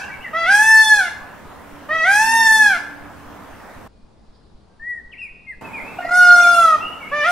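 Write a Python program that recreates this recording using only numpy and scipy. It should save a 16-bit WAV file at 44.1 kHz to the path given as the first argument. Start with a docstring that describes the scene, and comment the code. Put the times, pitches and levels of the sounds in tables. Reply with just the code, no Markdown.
"""Peacocks wail among scrub and trees, over a woodland hush, a rush of air and a soft, regular low pulse.
First a far songbird whistles. Two wails follow, stacks of harmonics that rise and fall, smeared by the
wood's echo; faint hums come and go. Near 3.9 s the rush stops abruptly, leaves stir and a songbird
sings from a nearer perch. At 5.6 s the rush returns and the far whistles resume. A peacock honks at
6 s, and one more wail is just starting as the sound ends."""
import sys
import numpy as np
from scipy import signal
from scipy.fft import rfft, irfft, next_fast_len
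from scipy.io import wavfile
from scipy.ndimage import uniform_filter1d, map_coordinates

SR = 44100
rng = np.random.default_rng(int(sys.argv[2]) if len(sys.argv) > 2 else 0)


def transcribe(signal):
    """Save signal, clipped to [-1, 1], as a 16-bit WAV file at the path in sys.argv[1]."""
    frames = np.atleast_2d(signal).T
    limited = np.clip(frames, -1, 1)
    pcm = np.round(limited * 32767).astype(np.int16)
    wavfile.write(sys.argv[1], SR, pcm)


N = 322371
LEAD = SR // 2  # samples made before time zero
TIME = (np.arange(N + LEAD) - LEAD) / SR

# Tone colours, or how strong each frequency is: frequency_hz, relative_db
HUSH_COLOUR = [(18, -35.5), (35, -6.5), (60, -8), (165, -16), (200, -10.5), (300, -17.5), (500, -20),
               (1030, -25), (1900, -36.5), (2700, -39), (4500, -36.5), (6500, -46), (10600, -50),
               (11100, -88.5), (22000, -120)]
AIR_COLOUR = [(24, -44.5), (40, -15.5), (87, -1.5), (123, -8), (213, -5), (280, -3), (317, -8), (407, -8.5),
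              (497, -7), (975, -5.5), (1770, -13.5), (4140, -30), (15600, -35)]
AIR_RETURN_COLOUR = [(40, -11), (100, -2.5), (200, 1.5), (15000, 0)]  # the rush returns with less bass
LEAF_COLOUR = [(2600, -40), (3300, -5), (4100, 0), (5200, -5), (6200, -40)]
WHISTLE_OVERTONES = [(3800, -53.5), (5200, -33), (6300, -62.5), (8200, -38.5), (10500, -40), (11200, -71)]
THROAT_COLOUR = [(2300, 4.5), (2700, 1.7), (3300, 4.5), (3700, 3), (4500, 2), (6000, 4), (7500, -1.5),
                 (9000, 1), (11000, 0), (13000, -9), (14500, -10.5), (16000, -9.5)]  # a peacock's upper harmonics
WOOD_COLOUR = [(500, -12.5), (1700, -12), (3000, -3), (6000, -3.5), (12000, -4), (16000, -8.5)]  # the echo near the peacocks
# How alike left and right sound (1 = the same): frequency_hz, likeness
HUSH_LIKENESS = [(60, 0.7), (130, 0.66), (290, 0.52), (640, 0.36), (1410, 0.45), (3100, 0.39), (6820, 0.46),
                 (15000, 0.2)]
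AIR_LIKENESS = [(60, 0.62), (130, 0.63), (290, 0.3), (640, 0.59), (1410, 0.83), (3100, 0.45), (6820, 0.069),
                (15000, 0.01)]
WOOD_LIKENESS = [(500, 0.23), (2000, 0.7), (5000, 0.47), (12000, 0)]
# Which side is louder: frequency_hz, left_minus_right_db
HUSH_BALANCE = [(60, -1), (110, 5), (200, 3.5), (380, 3.5), (700, 1.5), (1290, 1), (2380, 0), (4400, 2.5),
                (8120, -2.5), (15000, -4.5)]
AIR_BALANCE = [(60, -1), (250, -1.5), (700, -2.5), (5000, 1.5)]
# How long an echo takes to fade by 60 dB: frequency_hz, fade_s
GROVE_DECAY = [(1500, 1.1), (3000, 1.2), (10000, 0.407)]  # around the songbird
WOOD_DECAY = [(500, 1), (1700, 0.82), (3000, 0.56), (5000, 0.56), (12000, 0.31)]  # around the peacocks
# The low pulse: first_s, period_s, half_width_s, level_db
LOW_PULSE = (.201, .256, .009, -38.5)
# The stir of leaves: full_at_s, hold_s, level_db, rise_db_per_s, fall_db_per_s
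LEAF_STIR = (4.29, .1, -69, 240, 45)
# Faint tones: start_s, length_s, first_hz, last_hz, relative_peak_db, peak_share
# (a share is a point in a note, from 0 at its start to 1 at its end)
HUM_NOTES = [(1.62, 0.37, 288, 300, -49, 0), (2.18, .54, 241, 244, -46, 0.93),
             (2.747, 0.736, 293, 293, -49.5, 0.86), (5.613, 0.31, 905, 890, -41.5, 0),
             (3.9, 0.23, 2450, 2450, -77, .2), (4.69, 0.7, 1590, 1490, -70, 0.7)]
# Birdsong: start_s, length_s, first_hz, turn_hz, last_hz, turn_share, relative_peak_db, peak_share
NEAR_SONG = [(4.794, .208, 1726, 1959, 1770, .5, -23.5, .55), (5.114, .04, 3430, 2040, 1960, 1, -36, 0.66),
             (5.163, .06, 1906, 2760, 2516, .45, -31.5, 0.75),
             (5.208, .075, 2576, 2510, 2140, 0.3, -28.5, 0.22),
             (5.464, 0.075, 2156, 2095, 1620, 0.5, -28, 0.42)]
FAR_SONG = [(.003, 0.0433, 2480, 2700, 2820, .6, -31.5, 0.293),
            (.088, .022, 1970, 1924, 1950, .65, -31.5, .6),
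            (.112, 0.033, 2250, 2310, 2054, 0.46, -31.5, .5),
            (.203, 0.025, 2520, 2806, 3050, 0.72, -38.5, 0.49),
            (0.239, 0.046, 2130, 1920, 1727, .55, -25, 0.593),
            (5.632, 0.087, 2470, 2640, 2245, 0.13, -34, 0.39),
            (5.73, 0.069, 2456, 2430, 1970, 0.39, -26.5, 0.36),
            (5.792, .028, 2018, 2137, 2120, .6, -27.5, .45),
            (5.818, 0.119, 2300, 2650, 2610, 0.63, -36, 0.19),
            (5.981, 0.016, 2710, 2850, 2810, .6, -37, .6), (6.015, .145, 1800, 2020, 2043, 0.74, -29, 0.49),
            (6.39, 0.084, 2240, 2535, 2164, 0.43, -27, 0.99),
            (6.805, .132, 2600, 2897, 2960, 0.45, -31, 0.14), (7.001, 0.12, 2330, 2116, 2698, .5, -32, .4)]
# Peacock calls, one list each, the first heard only as echo: time_s, pitch_hz, second_harmonic_db
CALL_CURVES = [
    [(-.4, 888, -8.5), (-.12, 833.6, -15), (-.03, 750.6, -16.5)],
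    [(0.33, 620.6, -27.5), (0.374, 666.3, -21), (0.458, 668.3, -22.5), (0.498, 786.3, -11),
     (0.534, 813.7, -10.5), (0.642, 873, -15.5), (0.702, 882.3, -10), (0.81, 877, -9),
     (0.878, 866.3, -19.5), (0.92, 856, -9), (0.978, 831, -14), (1.014, 758.4, -16.5), (1.082, 675, -33)],
    [(1.887, 599, -29), (1.947, 650.6, -23), (2.035, 641.7, -24.5), (2.079, 757.6, -13.5),
     (2.103, 797.7, -12), (2.187, 851.3, -14.5), (2.231, 883.7, -21), (2.351, 911.5, -14),
     (2.443, 897.5, -13.5), (2.487, 883.7, -8), (2.571, 874, -17), (2.619, 858.5, -8.5), (2.687, 818, -13),
     (2.767, 679, -22.5)],
    [(5.985, 723, -27), (6.033, 703.6, -38), (6.073, 689, -37), (6.09, 690, -22.5), (6.113, 706.7, -18),
     (6.173, 727.4, -13), (6.225, 717.6, -10.5), (6.293, 710.5, -7.5), (6.381, 705.9, -9),
     (6.557, 692.5, -11.5), (6.593, 684.7, -8.5), (6.689, 646, -10.5), (6.757, 616.4, -15.5)],
    [(7.112, 552, -29), (7.136, 582, -25), (7.168, 597.5, -23.5), (7.232, 587, -28), (7.245, 615, -21),
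     (7.272, 688, -14.5), (7.308, 724.4, -19)],
]
# How a call's harmonics change as it goes:
# share, first_db, third_db, fourth_and_fifth_lift_db, treble_db, tilt_db_per_octave
WAIL = [(0, -33, -37.5, 5, -71.5, -14), (.03, -29.5, -21.5, -0.5, -68, -16.5),
        (.06, -30, -22.5, 2, -60.5, -16.5), (.17, -28.5, -18, 2.5, -55.5, -11.5),
        (.22, -23, -31.5, 4, -50, -1), (.27, -22, -29, -6, -39, -3.5), (.36, -18.5, -29.5, -7, -41, 1),
        (.46, -21, -33, -7.5, -40, -2), (.53, -18, -31.5, -2.5, -38.5, -2),
        (.62, -21, -39.5, -0.1, -39, -1.5), (.72, -21.5, -44, 1.5, -39.5, -1.5),
        (.83, -25, -34, -2.5, -41.5, -2), (.9, -28, -33.5, 0, -53, -3.5), (1, -36, -29, 3, -57.5, -6)]
HONK = [(0, -18, -58, 3, -73, -9), (.06, -38.5, -38, -7, -68, -7), (.09, -18.5, -36, -16, -65, -20),
        (.115, -29.5, -35, 1.5, -68, -2), (.166, -23.5, -36, -8, -52, -7), (.25, -25, -44, -4.5, -43.5, 3),
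        (.32, -25, -38.5, -7, -45.5, -8.5), (.42, -19.5, -33.5, -3.5, -45, -4),
        (.74, -21, -47, 7, -47, 1.6), (.91, -30, -27, 4.5, -54.5, -2.5), (1, -27, -37, 1, -73, -14)]
# Each call's voice: colour, share_from, share_to, first_lift_db, third_lift_db, treble_lift_db, tremble_db
CALL_VOICES = [(WAIL, 0.67, 0.94, 2.5, .4, 1.44, .5), (WAIL, 0, 1, -.7, -1.3, 0.23, 0.48),
               (WAIL, 0, 0.97, 0.83, 1.5, 0.36, 0.69), (HONK, 0, 0.99, 0, 0, 0, 1.5),
               (WAIL, 0, 0.24, 1.3, -0.78, 0.22, .4)]
# The honk starts in puffs: from_s, to_s, puffs_per_s
HONK_PUFFS = (5.4, 6.1, 48.3)

AIR_DB, AIR_RETURN_GAIN_DB, AIR_GAP_S, AIR_EDGE_S = -39.5, 0.8, (3.876, 5.612), 0.002
NEAR_FADE_DB, FAR_FADE_DB, HUM_FADE_DB = (20, 16.5), (4.5, 5.5), (2, 8.5)  # start, end: under the peak
NEAR_BEND, FAR_BEND, HUM_BEND = 1.6, 1.2, 2.1  # how roundly pitch and level turn (1 = straight)
TILT_PIVOT_HZ, TOP_HZ = 6000, 15700
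SIDES = np.array([[0.5], [-0.5]])  # splits a difference between left and right


def amp(db):
    """Turn decibels into a gain."""
    return 10 ** (np.asarray(db) / 20)


def unit(x):
    """Scale to an average (rms) level of 1."""
    return x / np.sqrt(np.mean(x ** 2) + 1e-20)


def along(points, hz):
    """Read a table between its frequencies, on a log scale."""
    table_hz, values = np.transpose(points)
    return np.interp(np.log(hz + 1), np.log(table_hz + 1), values)


def wobble(rate, size):
    """A smooth random curve with `rate` new values a second."""
    values = rng.standard_normal(int(size * rate / SR) + 4)
    return map_coordinates(values, [np.arange(size) * rate / SR])


def filtered(x, response):
    """Multiply each frequency in x by response(hz)."""
    size = next_fast_len(x.shape[-1] + 8192)
    return irfft(rfft(x, size) * response(np.fft.rfftfreq(size, 1 / SR)), size)[..., :x.shape[-1]]


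def noise(colour, likeness, patchy_db):
    """Stereo noise with randomly louder and softer patches."""
    grid = signal.stft(rng.standard_normal((2, N + 512)), nperseg=512)[2]
    patches = uniform_filter1d(rng.standard_normal(grid.shape[1:]), size=6, axis=0)
    patches = unit(uniform_filter1d(patches, size=14, axis=1))
    pair = signal.istft(grid * amp(patchy_db * patches), nperseg=512)[1][:, :N]
    width = lambda hz: np.arccos(np.clip(along(likeness, hz), -1, 1)) / 2
    mid, side = filtered(pair, lambda hz: amp(along(colour, hz)) * [np.cos(width(hz)), np.sin(width(hz))])
    return unit(np.array([mid + side, mid - side]))


def woodland_hush():
    """The quiet wood: soft, low noise that never stops."""
    hush = noise(HUSH_COLOUR, HUSH_LIKENESS, patchy_db=0.9)
    return amp(-52) * filtered(hush, lambda hz: amp(along(HUSH_BALANCE, hz) * SIDES))


def air_rush():
    """A louder rush of air stops abruptly, then returns with less bass."""
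    t = TIME[LEAD:]
    stop_s, return_s = AIR_GAP_S
    air = noise(AIR_COLOUR, AIR_LIKENESS, patchy_db=1.58)
    air = filtered(air, lambda hz: amp(along(AIR_BALANCE, hz) * SIDES))
    thinner = amp(AIR_RETURN_GAIN_DB) * filtered(air, lambda hz: amp(along(AIR_RETURN_COLOUR, hz)))
    gate = np.clip(np.maximum(stop_s - t, t - return_s) / AIR_EDGE_S + 1, 0, 1)
    return amp(AIR_DB + 0.4 * wobble(3.5, N)) * gate * np.where(t < stop_s + 1, air, thinner)


def low_pulse():
    """A soft, regular push, the same on both sides."""
    first_s, period_s, width_s, db = LOW_PULSE
    from_peak_s = (TIME[LEAD:] - first_s + period_s / 2) % period_s - period_s / 2
    push = amp(db) * np.exp(-(from_peak_s / width_s) ** 2 / 2)
    return push - push.mean()


def leaf_rustle():
    """Leaves stir once in the quiet, in clumps."""
    full_s, hold_s, db, rise, fall = LEAF_STIR
    t = TIME[LEAD:]
    level_db = db - rise * np.clip(full_s - t, 0, 1) - fall * np.clip(t - full_s - hold_s, 0, 1)
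    return amp(level_db + 2.5 * wobble(25, N)) * noise(LEAF_COLOUR, HUSH_LIKENESS, patchy_db=1.8)


def note_curve(start_s, length_s, first_hz, turn_hz, last_hz, turn, peak_db, peak, fade_db, bend):
    """A note eases to a pitch and on, swelling once. Gives rows of time_s, pitch_hz, level_db."""
    share = np.linspace(0, 1, num=17)
    away = lambda at: (np.clip(1 - share / at, 0, 1), np.clip((share - at) / (1 - at), 0, 1))
    before, after = away(np.clip(turn, 0.02, 0.98))
    rise, fall = away(np.clip(peak, 0.02, 0.98))
    hz = turn_hz + (first_hz - turn_hz) * before ** bend + (last_hz - turn_hz) * after ** bend
    db = peak_db - fade_db[0] * rise ** bend - fade_db[1] * fall ** bend
    return np.transpose([start_s + length_s * share, hz, db])


def trace(curve, edge_s):
    """Give a note's samples, its smoothed pitch and level, and a fade in and out."""
    times, *columns = np.transpose(curve)
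    span = slice(*np.searchsorted(TIME, [times[0], times[-1] + edge_s]))
    t = TIME[span]
    fade = np.clip(np.minimum(t - times[0], times[-1] + edge_s - t) / edge_s, 0, 1)
    smooth = [uniform_filter1d(np.interp(t, times, c), size=SR // 80, mode="nearest") for c in columns]
    return span, smooth, fade


def whistle(curves, overtones, waver):
    """Nearly pure notes; the higher ones have stronger overtones."""
    out = np.zeros(len(TIME))
    for curve in curves:
        span, (hz, db), fade = trace(curve, edge_s=0.0054)
        phase = 2 * np.pi * np.cumsum(hz * (1 + waver * wobble(33, len(hz)))) / SR
        upper = sum(amp(along(overtones, k * hz)) * np.sin(k * phase) for k in range(2, 6))
        tone = np.sin(phase) + np.clip(hz / 2500, 0, 1) ** 4 * upper
        out[span] += np.sqrt(2) * amp(db) * fade * tone
    return out


def hums():
    """Faint drifting tones, a little to the right; the low ones waver more."""
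    notes = [note_curve(start, length, first, (first + last) / 2, last, 0.67, db, peak,
                        HUM_FADE_DB, HUM_BEND) for start, length, first, last, db, peak in HUM_NOTES]
    low = whistle([n for n in notes if n[0, 1] < 500], overtones=[(100, -87)], waver=0.015)
    low *= amp(2.5 * wobble(7, len(TIME)))
    high = whistle([n for n in notes if n[0, 1] >= 500], overtones=[(100, -87)], waver=0.009)
    return (low + high) * amp([[-3], [2]])


def placed(x, lead_s, pan_db):
    """A sound left of centre is louder on the left and gets there lead_s sooner."""
    return amp(pan_db * SIDES) * filtered(x, lambda hz: np.exp(2j * np.pi * hz * lead_s * SIDES))


def tree_echo(x, decay, colour, likeness, near_db, near_fade_s):
    """Near branches answer briefly; far trunks answer long, each frequency dying at its own speed."""
    hz, t, grid = signal.stft(rng.standard_normal((2, SR)), SR, nperseg=256)
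    far = amp(-60 * t / along(decay, hz)[:, None])
    near = amp(-60 * t / near_fade_s)
    fade = far / np.linalg.norm(far, axis=1, keepdims=True) + amp(near_db) * near / np.linalg.norm(near)
    width = np.arccos(np.clip(along(likeness, hz), -1, 1))[:, None] / 2
    grid = grid * amp(along(colour, hz))[:, None] * fade
    mid, side = grid[0] * np.cos(width), grid[1] * np.sin(width)
    tail = signal.istft(np.array([mid + side, mid - side]), SR, nperseg=256)[1] / np.sqrt(128)
    delayed = np.pad(tail, ((0, 0), (SR // 200, 0)))
    return signal.oaconvolve(x[None], delayed, axes=1)[:, :len(x)]


def songbird():
    """Whistles from two perches; from the far one, more of what is heard is echo."""
    near_notes = [note_curve(*row, NEAR_FADE_DB, NEAR_BEND) for row in NEAR_SONG]
    far_notes = [note_curve(*row, FAR_FADE_DB, FAR_BEND) for row in FAR_SONG]
    near = whistle(near_notes, WHISTLE_OVERTONES, waver=0.005)
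    far = whistle(far_notes, WHISTLE_OVERTONES, waver=0.009)
    far *= amp(3 * wobble(45, len(TIME)))  # broken up by leaves
    direct = amp(-2) * placed(near, lead_s=0, pan_db=4) + amp(-7) * placed(far, lead_s=0, pan_db=1)
    return direct + tree_echo(near + far, GROVE_DECAY, colour=[(1900, -14), (2600, -7), (9000, -3)],
                              likeness=[(2000, 0.76)], near_db=3, near_fade_s=0.12)


def honk_puffs(t):
    """A gain that chops the start of the honk into quick puffs."""
    from_s, to_s, rate = HONK_PUFFS
    depth = np.clip((to_s + 0.023 - t) / 0.017, 0, 1) * (t > from_s - 0.01)
    return 1 - 0.9 * depth * np.cos(np.pi * rate * (t - from_s)) ** 2


def peacock_call(curve, colour, share_from, share_to, first_lift_db, third_lift_db, treble_lift_db,
                 tremble_db):
    """Harmonics (multiples of one pitch), hoarse where it slides; high ones flicker through the leaves."""
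    span, (hz, second_db), fade = trace(curve, edge_s=0.008)
    size = len(hz)
    shares, *levels = np.transpose(colour)
    progress = np.linspace(share_from, share_to, size)
    first_db, third_db, middle_db, treble_db, tilt_db = [np.interp(progress, shares, c) for c in levels]
    slide = uniform_filter1d(abs(np.gradient(np.log(hz))) * SR, size=SR // 12)  # how fast the pitch moves
    jitter = 0.0015 * wobble(60, size) + (0.0008 + 0.0055 * slide) * wobble(300, size)
    phase = 2 * np.pi * np.cumsum(hz * (1 + jitter)) / SR
    low_db = first_db + first_lift_db, second_db, third_db + third_lift_db
    voice = sum(amp(db + 0.81 * wobble(40, size)) * np.sin(k * phase) for k, db in enumerate(low_db, 1))
    for k in range(4, int(TOP_HZ / hz.min())):
        db = treble_db + treble_lift_db + tilt_db * np.log2(k * hz / TILT_PIVOT_HZ)
        db += along(THROAT_COLOUR, k * hz) + middle_db * (k < 6)
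        flicker_db = 1.2 * wobble(15.1, size) + (2.5 + 0.48 * tremble_db) * wobble(90.8, size)
        voice += amp(db + flicker_db) * np.sin(k * phase + rng.uniform(0, 2 * np.pi)) * (k * hz < TOP_HZ)
    tremble_hz = 50 + 7 * wobble(12.7, size)
    tremble = amp(tremble_db * np.sin(2 * np.pi * np.cumsum(tremble_hz) / SR))
    call = np.sqrt(2) * voice * fade * honk_puffs(TIME[span]) * tremble
    return span.start, np.pad(call, (0, SR))  # room for the echo


def peacocks():
    """The peacock calls, all from near the centre, each followed by the wood's echo."""
    out = np.zeros((2, len(TIME) + SR))
    for curve, voice in zip(CALL_CURVES, CALL_VOICES):
        start, call = peacock_call(curve, *voice)
        echo = tree_echo(call, WOOD_DECAY, WOOD_COLOUR, WOOD_LIKENESS, near_db=-2.5, near_fade_s=0.26)
        out[:, start:start + len(call)] += placed(call, lead_s=3.5e-5, pan_db=-0.5) + echo
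    return out[:, :len(TIME)]


def scene():
    """Add the birds and hums to the background."""
    voices = (peacocks() + songbird() + hums())[:, LEAD:]
    return voices + air_rush() + woodland_hush() + leaf_rustle() + low_pulse()


def record(dry):
    """The loudest peaks round off softly; nothing above TOP_HZ is kept."""
    rounded = dry / (1 + abs(dry / 0.98) ** 6) ** (1 / 6)
    return filtered(rounded, lambda hz: hz < TOP_HZ)


dry = scene()
out = record(dry)
transcribe(out)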